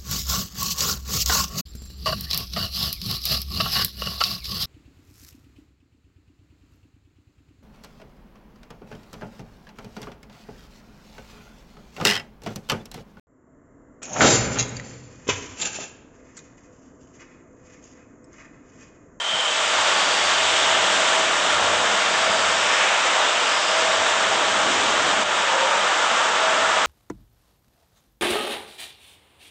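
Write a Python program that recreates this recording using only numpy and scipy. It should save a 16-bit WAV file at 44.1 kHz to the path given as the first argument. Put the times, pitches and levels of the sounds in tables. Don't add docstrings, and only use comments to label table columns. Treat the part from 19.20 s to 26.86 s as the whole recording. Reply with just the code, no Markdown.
import sys
import numpy as np
from scipy import signal
from scipy.fft import rfft, irfft
from scipy.io import wavfile

SR = 44100
rng = np.random.default_rng(int(sys.argv[2]) if len(sys.argv) > 2 else 0)


def put_to_file(sound):
    columns = np.atleast_2d(sound).T
    safe = np.clip(columns, -1, 1)
    whole_steps = np.round(safe * 32767)
    wavfile.write(sys.argv[1], SR, whole_steps.astype(np.int16))


N = 337806
TIME = np.arange(N) / SR
BIN_HZ = np.arange(N // 2 + 1) * SR / N
FREQ = np.maximum(BIN_HZ, 1)


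def undb(db):
    return 10 ** (np.asarray(db) / 20)


def bell(at_s, length_s):
    return np.exp(-2 * ((TIME - at_s) / length_s) ** 2)


def ramp(at_s, length_s):
    return np.clip((TIME - at_s) / length_s, 0, 1)


def colour(points):
    hz, db = np.transpose(points)
    ends = np.minimum(FREQ / hz[0], 1) * np.minimum(hz[-1] / FREQ, 1)
    return undb(np.interp(np.log(FREQ), np.log(hz), db)) * ends ** 2


def resonance(hz, width_hz):
    return 1 / np.sqrt(1 + ((FREQ ** 2 - hz ** 2) / (FREQ * width_hz)) ** 2)


def noise(gain):
    x = irfft(rfft(rng.standard_normal(N)) * gain, N)
    return x / x.std()


def drift(rate_hz):
    return noise(1 / (1 + (BIN_HZ / rate_hz) ** 4))


def eddies(gain, flicker_db, rate_hz, bands=12):
    band_position = np.interp(np.log(FREQ), np.log([60, 9000]), [0, bands - 1])
    spectrum = rfft(rng.standard_normal(N)) * gain
    x = np.zeros(N)
    for k in range(bands):
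        window = np.maximum(1 - abs(band_position - k), 0)
        x += irfft(spectrum * window, N) * undb(flicker_db * drift(rate_hz))
    return x / x.std()


def flow_db(start_db=-10.5, build_s=0.25):
    return start_db * np.exp(-TIME / build_s)


# f/Hz, density/dB
ROAR_SPECTRUM = [(80, -54), (200, -25.5), (330, -14.5), (430, -9), (510, -4), (720, -2), (900, 1),
                 (1030, -0.5), (1300, 1.5), (1550, -1), (1800, -4.5), (2100, -6.5), (3400, -13.5),
                 (4200, -27.5)]
# centre t/s, length/s, change/dB
ROAR_SURGES = [ (.65, 0.23, 1.9), (1.3, 0.22, -1.2), (1.65, 0.25, 1.2), (2.522, .3, 0.5), (3.98, 0.16, 1.2),
               (4.38, .2, -1), (5.5, 0.31, 0), ]


def duct_roar(casing_gain, level_db=-22.5, growth_db_per_s=0.1634):
    surge_db = sum(db * bell(at, length) for at, length, db in ROAR_SURGES)
    roar = eddies(colour(ROAR_SPECTRUM) * casing_gain, flicker_db=0.5, rate_hz=6)
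    return roar * undb(level_db + growth_db_per_s * TIME + surge_db)


# f/Hz, density/dB
HISS_SPECTRUM = [(100, -45.5), (1200, -20.5), (2000, -4), (2600, -3), (3100, 0), (3700, -1.5), (4150, -8.5),
                 (4700, -9), (6200, -9), (7400, -8), (8100, -12), (8900, -20), (9600, -27), (9900, -53)]
# start t/s, length/s, drop/dB
HISS_DROPS = [(1.8, .3, 1.33), (5.9, 0.3, 1.2)]


def gap_hiss(casing_gain, level_db=-22, ease_db_per_s=0.1948):
    drop_db = sum(db * ramp(at, length) for at, length, db in HISS_DROPS)
    hiss = eddies(colour(HISS_SPECTRUM) * casing_gain, flicker_db=0.41, rate_hz=11)
    return hiss * undb(level_db - ease_db_per_s * TIME - drop_db)


# f/Hz, density/dB
RUMBLE_SPECTRUM = [(40, -30.5), (90, -18.5), (125, -12.5), (165, -10), (205, -5.5), (255, -2), (310, -0.5),
                   (400, 2.5), (800, -20)]
# f/Hz, density/dB
BUFFET_SPECTRUM = [(20, -10.5), (48, 2.5), (100, 1), (180, 3), (400, -17), (1500, -50)]
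# start t/s, build-up/s, end t/s, rumble lift/dB, buffet lift/dB
TURBULENT_SPELLS = [ (0.5, 1.2, 2.52, 5.5, 10), (2.2, .9, 3.42, 3, 13), (4.3, 1.2, 6.01, 9, 13),
                    (6.6, .7, 7.66, 3, 6), ]


def low_turbulence(casing_gain, rumble_db=-44, buffet_db=-63.5, collapse_s=0.19):
    for start, build, end, rumble_lift, buffet_lift in TURBULENT_SPELLS:
        spell = ramp(start, build) * np.exp(-np.maximum(TIME - end, 0) / collapse_s)
        rumble_db = rumble_db + rumble_lift * spell
        buffet_db = buffet_db + buffet_lift * spell
    rumble = eddies(colour(RUMBLE_SPECTRUM) * casing_gain, flicker_db=1.5, rate_hz=9)
    buffet = noise(colour(BUFFET_SPECTRUM) * casing_gain)
    return rumble * undb(rumble_db) + buffet * undb(buffet_db + 2.8 * drift(11))


# f/Hz, width/Hz, lift/dB
CASING_MODES = [(95, 12, -0.5), (141, 9, 4.5), (188.3, 10, 8), (204, 9.4, 8), (287, 13, 2.5),
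                (494, 24, 3.5), (628, 43, 4.5), (685, 22, 3), (780, 32, 2), (860, 18, 1.5), (906, 16, 1),
                (959, 35, 1.5), (1122, 18, 3), (1170, 28, 2), (1400, 25, 1.5), (1580, 18, 0.5),
                (1740, 30, 5), (1810, 25, 5), (2220, 27, 0), (2900, 60, 0.6), (3220, 46, -1)]


def airflow(waver_db=0.28):
    casing_gain = undb(sum(db * resonance(hz, width) ** 2 for hz, width, db in CASING_MODES))
    rush = duct_roar(casing_gain) + gap_hiss(casing_gain)
    lows = low_turbulence(casing_gain)
    return (rush * undb(waver_db * drift(11)) + lows) * undb(flow_db())


def tone(cycles, waver_db, rate_hz):
    sine = np.sqrt(2) * np.sin(2 * np.pi * (cycles + rng.random()))
    return sine * undb(waver_db * drift(rate_hz))


# multiple of shaft rate, level/dB
SHAFT_HARMONICS = [(2, -65), (4, -68.5), (11, -53), (12, -40), (13, -43), (28, -41.5), (32, -42)]


def motor_hum(shaft_hz=49.83):
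    turns = np.cumsum(shaft_hz * (1 + 0.001085 * drift(2.21))) / SR
    hum = sum(tone(k * turns, waver_db=2.4, rate_hz=3.8) * undb(db) for k, db in SHAFT_HARMONICS)
    return hum * undb(flow_db())


def swelling_tone(hz, rest_db, swells, pitch_spread):
    cycles = np.cumsum(hz * (1 + pitch_spread * drift(11))) / SR
    swelling = sum(bell(at, length) * undb(db) for at, length, db in swells)
    return tone(cycles, waver_db=2.2, rate_hz=16) * (undb(rest_db + flow_db()) + swelling)


# peak t/s, length/s, level/dB
WHINE_PEAKS = [ (.5, 0.2, -40), (1.97, .3, -31.5), (3.15, 0.33, -37), (4.02, 0.069, -30.5),
               (4.686, 0.32, -33.5), (5.45, 0.56, -38), (7.283, 0.35, -31), ]
# peak t/s, length/s, level/dB
DRONE_PEAKS = [ (.6, .18, -58), (1.35, .55, -53.5), (2.48, .24, -49), (3.3, .25, -55), (4.83, .2, -54),
               (5.65, 0.56, -55), (7.55, .4, -59.5), ]


def whine_and_drone():
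    whine = swelling_tone(hz=647, rest_db=-45.5, swells=WHINE_PEAKS, pitch_spread=0.0033)
    drone = swelling_tone(hz=93, rest_db=-69.5, swells=DRONE_PEAKS, pitch_spread=0.012)
    return whine + drone


def brief_ring(at_s, length_s, hz, width_hz, db, sag=0.02):
    ring = noise(resonance(hz, 1.77 * width_hz) ** 2)
    speed = 1 - sag * np.clip((TIME - at_s) / length_s, -1, 1)
    sagging = np.interp(np.cumsum(speed) % N, np.arange(N), ring)
    return sagging * bell(at_s, length_s) * undb(db)


# peak t/s, length/s, f/Hz, nominal width/Hz, level/dB
EDGE_WHISTLES = [ (0.174, 0.3, 3125, 130, -25), (0.919, 0.55, 4600, 230, -33.5),
                 (1.45, 0.57, 3070, 330, -29.5), (2.355, 0.086, 1330, 68, -28), (2.553, .25, 613, 82, -30),
                 (3.052, 0.133, 630, 45, -28.5), (3.131, 0.44, 4750, 300, -36),
                 (3.46, 0.34, 5380, 410, -35.5), (3.578, 0.15, 1770, 110, -26.5),
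                 (3.65, 0.3, 2360, 560, -25.5), (4.2, 0.27, 2600, 500, -29.5), (4.41, 0.3, 5020, 540, -32),
                 (6.381, 0.273, 540, 14, -27.5), (6.432, 0.333, 920, 40, -28.5), (7.3, 1.0, 1285, 165, -29),
                 ]


def edge_whistles():
    return sum(brief_ring(*row) for row in EDGE_WHISTLES)


# peak t/s, length/s, f/Hz, nominal width/Hz, level/dB
HOUSING_BUMP = [(.153, .035, 155, 50, -41)]


def housing_bump():
    return sum(brief_ring(*row) for row in HOUSING_BUMP)


def level_dip(at_s, depth_db, recovery_s):
    elapsed_s = np.maximum(TIME - at_s, 0)
    return undb(-depth_db * (TIME > at_s) * np.exp(-elapsed_s / recovery_s))


def scene():
    mix = airflow() + motor_hum() + whine_and_drone() + edge_whistles() + housing_bump()
    return (mix * level_dip(at_s=6.036, depth_db=6, recovery_s=0.07))[None]


def record(dry, rolloff_hz=9000, cutoff_hz=9900):
    soft = signal.sosfilt(signal.butter(12, rolloff_hz, fs=SR, output="sos"), dry)
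    return signal.sosfilt(signal.ellip(10, 0.2, 80, cutoff_hz, fs=SR, output="sos"), soft)


dry = scene()
out = record(dry)
put_to_file(out)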